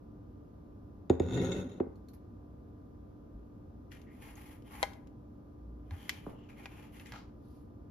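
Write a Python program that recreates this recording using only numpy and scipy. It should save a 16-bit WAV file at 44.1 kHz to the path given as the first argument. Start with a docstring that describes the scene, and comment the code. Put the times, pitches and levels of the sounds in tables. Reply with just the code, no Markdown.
"""Mug and yogurt cup on a kitchen counter

A double-walled glass mug of coffee is set down close to a microphone pair, pushed over the textured counter
and let down flat; then a plastic yogurt cup comes up from the left, scuffing and tapping.
Glass, counter and cup are sets of dying sines; scrapes and scuffs are trains of tiny random slips, filtered.
A refrigerator hums as wavering sines over filtered noise, and a small, hard room answers the near sounds."""
import sys
import numpy as np
from scipy import signal
from scipy.fft import rfft, irfft
from scipy.io import wavfile
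from scipy.ndimage import uniform_filter1d

SR = 44100
rng = np.random.default_rng(int(sys.argv[2]) if len(sys.argv) > 2 else 0)


def wav_out(sig):
    """Save sig, one row per channel (or a flat mono array), as 16-bit PCM at SR to the path in sys.argv[1]."""
    wavfile.write(sys.argv[1], SR, np.round(np.clip(np.atleast_2d(sig).T, -1, 1) * 32767).astype(np.int16))


N = 348719
TIME = np.arange(N) / SR  # s
RING = np.arange(SR // 2) / SR  # s, time axis of one short sound


def amp(db):
    """Decibels to gain."""
    return 10 ** (np.asarray(db) / 20)


def evened(x):
    """Scales to rms 1."""
    return x / np.sqrt(np.mean(x ** 2) + 1e-20)


def peaked(x):
    """Scales to peak 1."""
    return x / abs(x).max()


def read(points, hz):
    """Reads a spectrum table on a log-frequency axis."""
    f, value = np.transpose(points)
    return np.interp(np.log(hz + 1), np.log(f + 1), value)


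def levels(rows):
    """Smoothed gain curves from rows of (t/s, level/dB, ..), silent outside them."""
    s, *columns = np.transpose(rows)
    curves = [amp(np.interp(TIME, s, column, left=-200, right=-200)) for column in columns]
    return [uniform_filter1d(curve, size=256).clip(0) for curve in curves]


def add(mix, s, sound):
    """Lays a stereo sound into the mix at time s."""
    part = mix[:, round(s * SR):][:, :sound.shape[-1]]
    part += sound[..., :part.shape[1]]


def cut(x, hz, kind, order=2):
    """Butterworth low-pass or high-pass."""
    return signal.sosfilt(signal.butter(order, min(hz, SR / 2 - 100), kind, fs=SR, output="sos"), x)


def through(x, response):
    """Plays a pair of signals through an impulse response."""
    return signal.oaconvolve(x, np.atleast_2d(response), axes=1)[:, :x.shape[1]]


def colour(x, spectrum):
    """Causal, minimum-phase filter with the given spectrum."""
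    log_gain = np.log(amp(read(spectrum, abs(np.fft.fftfreq(4096, 1 / SR)))))
    taps = np.fft.ifft(np.exp(np.conj(signal.hilbert(log_gain)))).real
    return through(x, taps)


def widen(pair, side):
    """Turns two signals into mid and side of a left-right pair, the side filtered."""
    difference = colour(pair[1:], side)[0]
    return np.array([pair[0] + difference, pair[0] - difference])


def balance(left_db):
    """Gains that raise the left channel and lower the right one by left_db."""
    return amp([[left_db], [-left_db]])


def fall(t60):
    """Decay that drops 60 dB in t60 seconds, over the length of RING."""
    return np.exp(-np.log(1000) * RING / t60)


def ring(modes, low_db=0, low_hz=220, hold=1):
    """Dying sines of a struck body; low_db weights the modes under low_hz, hold scales their ring time."""
    return sum(amp(db + low_db * (hz < low_hz)) * np.sin(2 * np.pi * hz * RING) * fall(t60 * hold)
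               for hz, db, t60 in modes)


def burst(decay):
    """A pair of noise puffs of energy 1 that fall to 1/e in decay seconds."""
    puff = rng.standard_normal((2, len(RING))) * np.exp(-RING / decay)
    return puff / np.linalg.norm(puff, axis=1, keepdims=True)


def grains(per_s, spread_db):
    """Two trains of tiny slips of random time, sign and size."""
    size = amp(spread_db * np.minimum(rng.exponential(1, (2, N)), 4))
    sign = rng.choice([-1, 1], (2, N))
    return evened(size * sign * (rng.random((2, N)) < per_s / SR))


def drift(per_s):
    """A slow random curve of rms 1, its rate limited by a Gaussian low-pass."""
    steps = np.linspace(0, TIME[-1], 4096)
    smooth = np.exp(-(np.fft.rfftfreq(len(steps), steps[1]) / per_s) ** 2)
    curve = irfft(rfft(rng.standard_normal(len(steps))) * smooth)
    return np.interp(TIME, steps, evened(curve))


def disperse(x, delay):
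    """Bending waves in a slab or wall: treble runs ahead of bass; delay/s is the travel time at 400 Hz."""
    hz = np.fft.rfftfreq(len(x), 1 / SR)
    return irfft(rfft(x) * np.exp(-4j * np.pi * delay * np.sqrt(400 * hz)), len(x))


def resonate(x, hz, width_hz):
    """A steep resonance that follows the curve hz."""
    turn = np.exp(2j * np.pi * np.cumsum(hz) / SR)
    r = np.exp(-np.pi * width_hz / SR)
    return (turn * signal.lfilter([(1 - r) ** 2], [1, -2 * r, r * r], x / turn + 1e-18)).real


# ring time of the small, hard kitchen: f/Hz, t60/s
ROOM_T60 = [(100, 0.54), (400, 0.45), (1000, 0.6), (3000, 0.34), (7000, 0.27), (14000, 0.14)]


def kitchen(x, near_db, tail_db, near_decay=0.014):
    """Quick reflections from counter, wall and appliances, then the room's tail; the bass stays central."""
    hz, t, z = signal.stft(rng.standard_normal((2, len(RING))), SR, nperseg=256)
    dying = z * np.exp(-np.log(1000) * t / read(ROOM_T60, hz)[:, None])
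    tail = signal.istft(dying, SR, nperseg=256)[1][:, :len(RING)]
    echoes = amp(tail_db) * tail / np.linalg.norm(tail[0]) + amp(near_db) * burst(near_decay)
    echoes = widen(echoes, [(100, -14.5), (300, -3.0), (800, 2.0)]) / np.sqrt(2)
    return x + through(x, np.pad(echoes, ((0, 0), (64, 0))))


# shape of the room's murmur: f/Hz, level/dB
AIR_SHAPE = [(15, -51), (25, -16.5), (50, -2), (95, 1), (153, -7.5), (236, -4), (305, -9), (490, -17),
             (1100, -32.5), (1225, -33), (1330, -34.5), (1480, -37), (2050, -48.5), (5500, -53.5),
             (8500, -66.5), (12500, -53.5), (14500, -63), (16000, -80.5)]
# stereo width of the murmur: f/Hz, side minus mid/dB
AIR_WIDTH = [(60, -18), (110, -15), (200, -11), (380, -2.5), (700, 2.5), (1290, -1), (2380, 1), (4400, -4),
             (8120, 7), (15000, -14)]
# steady lines of the refrigerator: f/Hz, rms level/dB
FRIDGE_LINES = [(59.2, -62.5), (236.9, -80), (296.1, -61), (716.0, -87), (1007, -79), (1184, -78),
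                (1228, -82), (3440, -105)]


def room_tone(air_db=-52, waver=0.13, right_phase=0.45):
    """Background: filtered noise as air, with phase-wavering sines as the refrigerator."""
    air = amp(air_db) * evened(widen(colour(rng.standard_normal((2, N)), AIR_SHAPE), AIR_WIDTH))
    lead = np.array([[0], [right_phase]])  # rad between left and right at 300 Hz, in proportion elsewhere
    hum = sum(amp(db) * np.sin(2 * np.pi * hz * TIME + waver * drift(3.43) + lead * hz / 300)
              for hz, db in FRIDGE_LINES)
    return air + np.sqrt(2) * hum


# soft low bumps of handling: t/s, envelope peak/dB, f/Hz, swell time/s
HANDLING_BUMPS = [(3.338, -41.5, 55, 0.019), (5.589, -46.5, 58, 0.11), (5.915, -33.5, 84, .014),
                  (6.268, -60, 173, 0.0092), (7.122, -43.5, 110, 0.0081)]


def bumps():
    """Dull pushes: low sines that swell and die away."""
    out = np.zeros((2, N))
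    for s, db, hz, swell in HANDLING_BUMPS:
        envelope = RING / swell * np.exp(1 - RING / swell)
        add(out, s, amp(db) * envelope * np.sin(2 * np.pi * hz * RING))
    return out


# the slab booms as the foot crosses its middle: t/s, rms level/dB, time from crest to 1/e on either side/s
BOOM_SWELLS = [(1.452, -36, 0.033), (1.663, -41.5, 0.015)]


def slab_boom(slab_hz=258, waver=0.79):
    """One resonance of the counter, kept going by the sliding foot: a phase-wavering sine."""
    gain = sum(amp(db) * np.exp(-((TIME - s) / half) ** 2) for s, db, half in BOOM_SWELLS)
    return gain * np.sqrt(2) * np.sin(2 * np.pi * slab_hz * TIME + waver * drift(12))


# fingernails leave the handle: t/s, brush peak/dB, tink above the brush/dB
NAIL_BRUSHES = [(1.957, -67.5, 4.5), (2.086, -56, 2.5), (2.134, -53, -15)]
# nail on glass: f/Hz, level/dB
NAIL_COLOUR = [(1500, -2), (3400, -13), (4300, -2), (5200, -8), (7000, -15), (8500, -31), (11000, 0),
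               (14000, -6.5), (16000, -34)]
# the glass handle, damped by the fingers: f/Hz, level/dB, t60/s
HANDLE_MODES = [(4340, 0, 0.018), (5900, -6, 0.01), (6780, -10, 0.012)]


def nails(decay=0.011):
    """Light brushes of fingernails, as noise puffs, make the glass handle tink."""
    out = np.zeros((2, N))
    for s, db, tink_db in NAIL_BRUSHES:
        brush = peaked(colour(burst(decay), NAIL_COLOUR))
        add(out, s, amp(db) * (brush + amp(tink_db) * peaked(ring(HANDLE_MODES))))
    return kitchen(out, near_db=-3, tail_db=-9)


# the mug's glass: f/Hz, level/dB, t60/s
GLASS_MODES = [(1451, -11, 0.17), (1520, -6, 0.029), (1886, -7.5, .05), (2114, -1.5, 0.024),
               (2650, -2.5, 0.029), (3154, -21, 0.011), (3490, -10, 0.022), (3634, -1, 0.027),
               (3650, -5, 0.024), (5460, -14.5, 0.019), (6800, -9, 0.02), (6725, -0.5, 0.031)]
ROLL_DB, ROLL_PER_S = 2.5, 25  # swelling and fading of each mode as the contact travels round the foot
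ROLL_DETUNE = 0.013  # the travelling contact also pulls each mode off pitch by this rms share


def glass_chatter(catches, sliding):
    """Catches of the foot ring the glass; its modes shift in strength and pitch as the contact travels."""
    out = np.zeros((2, N))
    for hz, db, t60 in GLASS_MODES:
        mode_hz = hz * (1 + ROLL_DETUNE * drift(ROLL_PER_S)[sliding])
        turn = np.exp(2j * np.pi * np.cumsum(mode_hz) / SR)
        drive = catches[:, sliding] * amp(db + ROLL_DB * drift(ROLL_PER_S)[sliding])
        decay = np.exp(-np.log(1000) / (t60 * SR))
        out[:, sliding] += (turn * signal.lfilter([1], [1, -decay], drive / turn)).imag
    return out


# one push slides the mug: t/s, scrape level before the layer trims/dB
MUG_PUSH = [(1.215, -67.5), (1.25, -65.5), (1.31, -62), (1.345, -53), (1.385, -50.5), (1.606, -56.5),
            (1.654, -71), (1.755, -74.5), (1.79, -72)]
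# counter shaken by the foot: f/Hz, level/dB
RUMBLE_SHAPE = [(26, -41.5), (45, -9), (119, -0.5), (226, -1), (258, 6), (286, -5.5), (321, 0.5),
                (431, 0.5), (537, -11.5), (631, -24), (710, -18), (938, -24), (1190, -59), (1500, -27.5),
                (1950, -76.5), (3300, -120)]
# fine grit under the foot: f/Hz, level/dB
GRIT_SHAPE = [(700, 12), (1300, 1.5), (2300, -2.5), (3200, -1.5), (3900, -1), (4600, -19), (5400, -8.5),
              (6300, -3.5), (7400, -29), (8200, -37), (10500, -9.5), (14000, -26), (16000, -47)]
# stereo width of rumble and grit: f/Hz, side minus mid/dB
MUG_WIDTH = [(60, -34), (110, -24.5), (200, -9), (380, -28.5), (700, -4), (1290, 7), (2380, -1), (4400, -3),
             (8120, -3), (15000, 5)]
RUMBLE_FOLLOWS, GRIT_FOLLOWS = 0.57, 0.74  # dB of rumble and of grit per dB of scrape
RUMBLE_FADE_DB_PER_S = 16  # the counter shakes less as the mug moves off
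SLOW_RIDGES_HZ, FAST_RIDGES_HZ = 77.9, 196  # texture ridges under the foot, before and after it speeds up
SPEED_UP_AT_S, SPEED_UP_S = 1.375, 0.11
CHATTER_DB = 4.2  # the foot's catches come in clumps


def mug_slide(ridge_db=-7, rumble_db=-1, glass_db=2.0, grit_db=-12.0, wander=0.0298, left_db=1.5, grip=0.41):
    """The foot bumps over ridges that shake the counter; fine grit hisses, coarser catches ring the glass."""
    push, = levels(MUG_PUSH)
    start, end = MUG_PUSH[0][0], MUG_PUSH[-1][0]
    rumble_gain = push ** RUMBLE_FOLLOWS * amp(-RUMBLE_FADE_DB_PER_S * np.maximum(TIME - start, 0))

    speed = .5 + .5 * np.tanh((TIME - SPEED_UP_AT_S) / SPEED_UP_S)
    ridge_hz = SLOW_RIDGES_HZ + (FAST_RIDGES_HZ - SLOW_RIDGES_HZ) * speed
    turns = np.cumsum(ridge_hz * (1 + wander * drift(25))) / SR
    ridges = evened(sum(np.cos(2 * np.pi * k * turns) / k for k in range(1, 4)))
    rumble = evened(widen(colour(grains(900, spread_db=-3.0), RUMBLE_SHAPE), MUG_WIDTH))
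    shaking = rumble_gain * (amp(rumble_db) * rumble + amp(ridge_db) * ridges)

    pressure = 1 + grip * np.cos(2 * np.pi * turns)  # each ridge presses the foot
    catches = grains(420, spread_db=2) * amp(CHATTER_DB * drift(100)) * pressure
    sliding = (TIME > start) & (TIME < end)
    glass = cut(cut(glass_chatter(catches, sliding), 1400, "high"), 6800, "low", order=6)
    glass = evened(glass) * np.sqrt(sliding.mean())  # rms 1 while sliding
    slips = grains(4100, spread_db=0.5) * pressure * amp(2.6 * drift(70))
    grit = evened(widen(colour(slips, GRIT_SHAPE), MUG_WIDTH))
    scrape = amp(glass_db) * push * glass + amp(grit_db) * push ** GRIT_FOLLOWS * grit
    return kitchen(scrape * balance(left_db) + shaking, near_db=-4.5, tail_db=-10.5)


# the foot sticks and slips free, most of all while still slow: t/s, peak before the trim/dB
FOOT_SLIPS = [(1.2206, -44), (1.2575, -51), (1.2644, -49), (1.2804, -50), (1.2865, -40), (1.2964, -41),
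              (1.3094, -36.5), (1.3244, -44), (1.3444, -46), (1.3633, -54), (1.3748, -32.5), (1.3904, -39),
              (1.5673, -40), (1.7439, -66)]
# the counter slab and the cabinet under it: f/Hz, level/dB, t60/s
COUNTER_MODES = [(85, -5.5, .2), (108, -6, .13), (129, -12, .12), (199, -16, .13), (232, -18, .13),
                 (260, -8, .14), (322, -8, .06), (355, -0.5, .055), (386, 2, .07), (435, -4, .035),
                 (526, -13, .09), (690, -11, .05), (770, -15, .04), (918, -20, .06)]


def mug_catches(catch_db=-1, crack_db=-5, jolt_db=3, travel=0.00474):
    """Each slip of the foot pings the glass and jolts the counter."""
    out = np.zeros((2, N))
    jolt = peaked(disperse(cut(ring(COUNTER_MODES), 180, "high"), travel))
    for s, db in FOOT_SLIPS:
        crack = peaked(colour(burst(0.0015), GRIT_SHAPE))
        ping = peaked(cut(peaked(ring(GLASS_MODES)) + amp(crack_db) * crack, 7200, "low", order=7))
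        add(out, s, amp(db + catch_db) * (ping + amp(jolt_db) * jolt))
    return kitchen(out, near_db=-11, tail_db=-8)


# the mug's foot meets the counter: t/s, clink level before left-right balance/dB, thud peak/dB,
# clink low-pass f/Hz, weight on the lowest counter modes/dB,
# share of ring time left to the glass (little once it stands flat)
FOOT_KNOCKS = [(1.0981, -28, -10.5, 12000, 5, 1), (1.1984, -33, -16.5, 10900, 6.5, 1),
               (1.8008, -35.5, -17.5, 1500, -0.5, .2), (1.864, -60, -36, 1100, -11, .2)]
# glass on laminate: f/Hz, level/dB
CRACK_COLOUR = [(200, -55.5), (600, 14.5), (1200, 13), (2400, 7.5), (4000, -6), (5200, -6), (7000, -54),
                (9000, -17), (15000, -11.5)]


def mug_knocks(crack_db=-2, crack_decay=0.0041, travel=0.00451, thud_hz=750, left_db=2):
    """The rim touches and clinks; the blow runs through the counter and arrives as a thud."""
    clinks, thuds = np.zeros((2, 2, N))
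    for s, clink_db, thud_db, bright_hz, low_db, hold in FOOT_KNOCKS:
        crack = peaked(colour(burst(crack_decay), CRACK_COLOUR))
        clink = peaked(ring(GLASS_MODES, hold=hold)) + amp(crack_db) * crack
        clink = peaked(cut(clink, bright_hz, "low"))
        add(clinks, s, amp(clink_db) * clink * balance(left_db))
        thud = cut(cut(ring(COUNTER_MODES, low_db), thud_hz, "low"), 120, "high")
        add(thuds, s, amp(thud_db) * peaked(disperse(thud, travel)))
    return kitchen(clinks, near_db=-29.5, tail_db=-11.0) + kitchen(thuds, near_db=-4.5, tail_db=-11.5)


SHOVE_ATTACK_S, SHOVE_RELEASE_S = 0.04, 0.044  # longest attack and the release, as time constants
JERK_SHARE = 0.33  # a short shove is a jerk: its attack takes at most this share of its length


def shove(start, length):
    """Attack, hold and release of one movement of cup or hand."""
    early = np.maximum(start - TIME, 0)
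    late = np.maximum(TIME - start - length, 0)
    attack = min(SHOVE_ATTACK_S, JERK_SHARE * length)
    return np.exp(-np.minimum(early / attack + late / SHOVE_RELEASE_S, 20))


# fingertips slide off the cup: start t/s, length/s, level/dB
HAND_LEAVES = [(7.15, 0.04, -64), (7.456, 0.13, -82.5)]
# skin on plastic: f/Hz, level/dB
SKIN_COLOUR = [(1500, -30), (3000, -1), (4700, 3), (6200, -6), (8000, -26), (16000, -41)]


def finger_slips():
    """A soft, broad hiss of dense slips as the hand lets go."""
    gain = sum(amp(db) * shove(start, length) for start, length, db in HAND_LEAVES)
    return gain * evened(colour(grains(6000, spread_db=-2), SKIN_COLOUR))


# short shoves of the cup, the grip tuning its wall: start t/s, length/s, scuff level before the layer trims/dB,
# fizz above the scuff/dB, weight on the hollow low part/dB, wall resonance f/Hz, resonance above the scuff/dB
SHOVES = [(3.918, 0.016, -57, -13.5, -16.5, 1926, -7), (3.986, 0.015, -68, -12, -15, 2306, -9),
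          (4.074, 0.018, -74.5, -22, -7, 2044, 7.5), (4.13, 0.067, -71.5, -9, -2, 2174, -7),
          (4.222, 0.08, -59.5, -8, 0, 2180, -6.5), (4.375, 0.15, -61, -6.5, 0.5, 2100, -9),
          (4.67, 0.05, -64, -9.5, 0, 3080, -9), (4.735, 0.095, -57.5, -6.5, 5, 2156, -7),
          (4.887, 0.024, -67, -5, -5, 3070, -8.5), (5.925, 0.034, -61.5, -11.5, 5, 1700, -7),
          (5.985, .19, -59, -11, -3, 3100, -9), (6.24, 0.061, -65, -10.5, -4, 3100, -13.5),
          (6.36, 0.092, -76, -27, 2, 2860, 2.5), (6.49, 0.012, -62.5, -15, 2, 2400, -4.5),
          (6.58, 0.07, -60.5, -12.5, 2, 2245, -3), (6.72, 0.13, -62.5, -12.5, 2.5, 2546, -6),
          (6.95, 0.065, -60, -9, -2, 2885, -13.5), (7.056, 0.02, -55.5, -13.5, -7, 2123, -6.5),
          (7.135, 0.031, -56, -20, 2.5, 1341, -8.5), (7.46, 0.13, -88, 6, -3.5, 3080, -13.5)]
# between the last shoves the cup keeps creeping along: one row, same columns
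CREEP = (6.0, 1.2, -72.5, -29, -3, 3300, -15)
# base rubbing the counter: f/Hz, level/dB
SCUFF_COLOUR = [(350, -13.5), (600, -4), (850, 7.5), (1300, -5), (1700, 1.5), (2150, 3), (2600, -0.5),
                (3100, -1), (4000, -13.5), (5500, -16), (7200, -16.5), (9000, -50)]
# fine fizz of the rub: f/Hz, level/dB
FIZZ_COLOUR = [(4000, -15), (7000, -25.5), (8500, -28.5), (10000, 2), (12500, -2), (14200, -5),
               (16000, -33)]
# snap of thin plastic, and of foil: f/Hz, level/dB
SNAP_COLOUR = [(150, -11.5), (500, -1.5), (900, 9.5), (1300, -1.5), (2200, 6.5), (4000, -0.5), (6500, -1.5),
               (9000, -20), (12000, -3), (14000, -15), (16000, -27.5)]
# stereo width of the drag: f/Hz, side minus mid/dB
CUP_WIDTH = [(300, -10), (800, -2.5), (1300, 9), (2200, -12), (3200, -1.5), (4500, 1.5), (7000, 4),
             (8500, -5), (10000, -0.5), (12000, -6.5), (15000, 3)]
FOIL_PER_S, FOIL_DB, FOIL_HZ = 90, -6.5, 6000  # lid crackles: rate, level against the fizz gain, high-pass
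HOLLOW_HZ = 1500  # the cup's cavity speaks below this
STUTTER_DB, STUTTER_PER_S = 1.8, 70  # the base grips and lets go
WALL_WIDTH_SHARE, WALL_WANDER = 0.2, 0.017  # the wall's broad resonance wanders as the fingers shift


def cup_drags(scuff_db=-1, fizz_db=-1, wall_db=-0.5, left_db=1.0):
    """The plastic base rubs in dense slips: hollow scuff, ringing wall, fine fizz; the foil lid crackles."""
    gains = np.zeros((4, N))
    wall_hz = np.full(N, float(SHOVES[0][5]))
    for start, length, db, bright_db, hollow_db, hz, ring_db in SHOVES + [CREEP]:
        gain = amp([[db], [db + bright_db], [db + hollow_db], [db + ring_db]]) * shove(start, length)
        wall_hz[gain[3] > gains[3]] = hz  # the loudest movement tunes the wall
        gains = np.maximum(gains, gain)
    scuff_gain, fizz_gain, hollow_gain, wall_gain = gains

    stutter = amp(STUTTER_DB * drift(STUTTER_PER_S))
    slips = grains(3500, spread_db=2.5) * stutter
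    rub = evened(widen(colour(slips, SCUFF_COLOUR), CUP_WIDTH))
    scuff = scuff_gain * cut(rub, HOLLOW_HZ, "high", order=3)
    scuff = amp(scuff_db) * (scuff + hollow_gain * cut(rub, HOLLOW_HZ, "low", order=3))
    wandering_hz = wall_hz * (1 + WALL_WANDER * drift(13))
    wall = resonate(grains(3000, spread_db=0.5) * stutter, wandering_hz, WALL_WIDTH_SHARE * wall_hz.mean())
    wall = amp(wall_db) * wall_gain * evened(widen(wall, CUP_WIDTH))
    fizz = amp(fizz_db) * fizz_gain * evened(widen(colour(slips, FIZZ_COLOUR), CUP_WIDTH))
    snaps = colour(through(grains(FOIL_PER_S, spread_db=-0.5), burst(0.0012)), SNAP_COLOUR)
    foil = amp(FOIL_DB) * fizz_gain * evened(widen(cut(snaps, FOIL_HZ, "high"), CUP_WIDTH))
    return kitchen((scuff + wall) * balance(left_db) + fizz + foil, near_db=-5, tail_db=-12.5)


# the full cup's base comes down on the counter: t/s, peak/dB
BASE_LANDINGS = [(6.26, -34.5), (6.326, -50)]
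# the base, damped by the yogurt: f/Hz, level/dB, t60/s
BASE_MODES = [(205, -14, 0.09), (284, 2, 0.031), (410, 6.5, 0.021), (490, -3, 0.015), (593, -4, 0.014),
              (810, 2, 0.009), (1030, -7, 0.013), (1230, -15, 0.02)]


def cup_landings(soft_hz=1400, travel=0.0091):
    """The heavy base lands with a dull plop that falls in pitch as it crosses the counter."""
    out = np.zeros((2, N))
    for s, db in BASE_LANDINGS:
        plop = disperse(cut(ring(BASE_MODES), soft_hz, "low", order=4), travel)
        add(out, s, amp(db) * peaked(plop))
    return kitchen(out, near_db=-19, tail_db=-3.0)


# the plastic cup taps: t/s, peak/dB, high-pass f/Hz, low-pass f of the ring/Hz, weight on the hollow modes/dB,
# weight on the snap/dB, note f of the struck patch of wall/Hz, its weight/dB
TAPS = [(3.918, -40.5, 1250, 3100, -23, -4, 1920, -13), (4.016, -50.5, 2500, 7000, -10, 5, 5300, -12),
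        (4.355, -49, 5000, 9000, -8, -2, 6500, -6), (4.622, -55, 2480, 6000, -10, 1, 3080, -11.5),
        (4.8287, -10, 430, 8500, 0, -10, 2060, -17), (4.9337, -44, 2010, 9100, 1, 5, 3200, -14),
        (5.072, -52.5, 1800, 11950, -3.5, 2, 2800, -6), (5.9087, -39.5, 1280, 6300, 8.5, -9, 1680, -12),
        (6.0935, -18, 1500, 5360, -5.5, -0.5, 2026, -11), (6.49, -49, 700, 2900, -5, -11, 2520, -14),
        (6.657, -30.5, 634, 3200, -5, -5.5, 2420, -6.5), (6.9974, -42.5, 1750, 3270, -8, -10, 2630, -14),
        (7.059, -43.5, 1700, 2500, 0, -1, 2050, -2), (7.069, -46, 1800, 9000, -5, 3, 7530, -8),
        (7.121, -34, 796, 4770, -8, -6, 1670, -18), (7.138, -37.5, 650, 5000, 0, -15, 1160, -11),
        (7.16, -39, 700, 5200, 0, -13, 1330, -5), (7.19, -51.5, 700, 6000, 8, -2, 1500, -12)]
# the full cup and its foil lid: f/Hz, level/dB, t60/s
CUP_MODES = [(570, -8, .02), (657, -3.5, .032), (797, -2.5, .053), (985, -3, .044), (1235, -11.5, .035),
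             (1520, -11, .028), (1660, -9.5, .05), (1950, -9, .025), (2080, -7, .028), (2280, -15, .025),
             (2680, -14, .02), (3187, -9, .03), (3350, -19, .04), (3650, -11, .015), (3870, -8, .016),
             (4200, -12, .02), (5250, -21, .025), (6400, -13, .012), (7900, -11, .007)]
# the cup comes in from the left: t/s, left-right level/dB, lag of the right channel/ms
APPROACH = [(3.92, 6, 0.69), (4.828, 2, 0.28), (6.089, 0, 0.022), (6.66, 0.5, .05), (7.16, 1, .05)]
# shading of the far microphone: f/Hz, share of the left-right dB
FAR_SHADE = [(200, -3.5), (650, 6.5), (1000, 5.5), (1600, 0), (2100, 3.5), (3200, 1.8), (4000, 5.5),
             (5500, 1), (8000, 3)]
PATCH_T60_S = 0.021  # ring time of the struck patch of wall


def cup_taps(spread_s=0.0009, snap_decay=0.0035, echo_db=-13, wall_s=.00615):
    """A snap of thin plastic and the short ring of the cup; the contact decides which modes speak."""
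    rings, snaps = np.zeros((2, 2, N))
    path_s, *path = np.transpose(APPROACH)
    for s, db, low_hz, high_hz, hollow_db, snap_db, patch_hz, patch_db in TAPS:
        pan_db, lag_ms = (np.interp(s, path_s, column) for column in path)
        body = cut(ring(CUP_MODES, hollow_db, low_hz=1200), high_hz, "low", order=4)
        body = body / abs(ring(CUP_MODES)).max() + ring([(patch_hz, patch_db, PATCH_T60_S)])
        body = disperse(body, spread_s)  # the hollow modes bloom just after the snap
        snap = peaked(colour(burst(snap_decay), SNAP_COLOUR))
        snap = amp(snap_db) * cut(snap, 2 * high_hz, "low", order=1)
        parts = cut(np.array([[body, body], snap]), low_hz, "high", order=3)
        parts = amp(db) * parts / abs(parts.sum(0)).max()
        shade = [(hz, -share * pan_db) for hz, share in FAR_SHADE]
        lag = round(abs(lag_ms) * SR / 1000)
        for out, tap in zip((rings, snaps), parts):
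            right = np.pad(colour(tap[1:], shade)[0], (lag, 0))[:len(RING)]
            add(out, s, np.array([tap[0], right]))
            add(out, s + wall_s, amp(echo_db) * cut(tap, 6400, "low"))  # back from the wall behind the counter
    rings = kitchen(rings, near_db=-14, tail_db=-20, near_decay=0.0095)
    return rings + kitchen(snaps, near_db=-15, tail_db=-13.5)


# stereo width of the near sounds in the treble, wide around 8-9 kHz and narrow around 12 kHz:
# f/Hz, weight on the side/dB
TREBLE_WIDTH = [(6500, -1.5), (7400, 6.5), (8300, 10.5), (9000, 16.5), (10000, 0), (11000, -6.5),
                (12000, -16.5), (13000, -0.5), (14000, 0), (15500, 6.5)]


def near_width(pair):
    """Weights the left-right difference of the near sounds by frequency."""
    left, right = pair
    return widen(np.array([left + right, left - right]) / 2, TREBLE_WIDTH)


def scene():
    """Kitchen, mug and cup together."""
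    background = room_tone() + bumps()
    mug = slab_boom() + nails() + mug_slide() + mug_catches() + mug_knocks()
    cup = finger_slips() + cup_drags() + cup_landings() + cup_taps()
    return background + near_width(mug + cup)


def record(dry, edge_hz=16300):
    """The recorder's band limit, a steep low-pass."""
    return signal.oaconvolve(dry, signal.firwin(255, edge_hz, window=("kaiser", 9), fs=SR)[None], "same")


dry = scene()
out = record(dry)
wav_out(out)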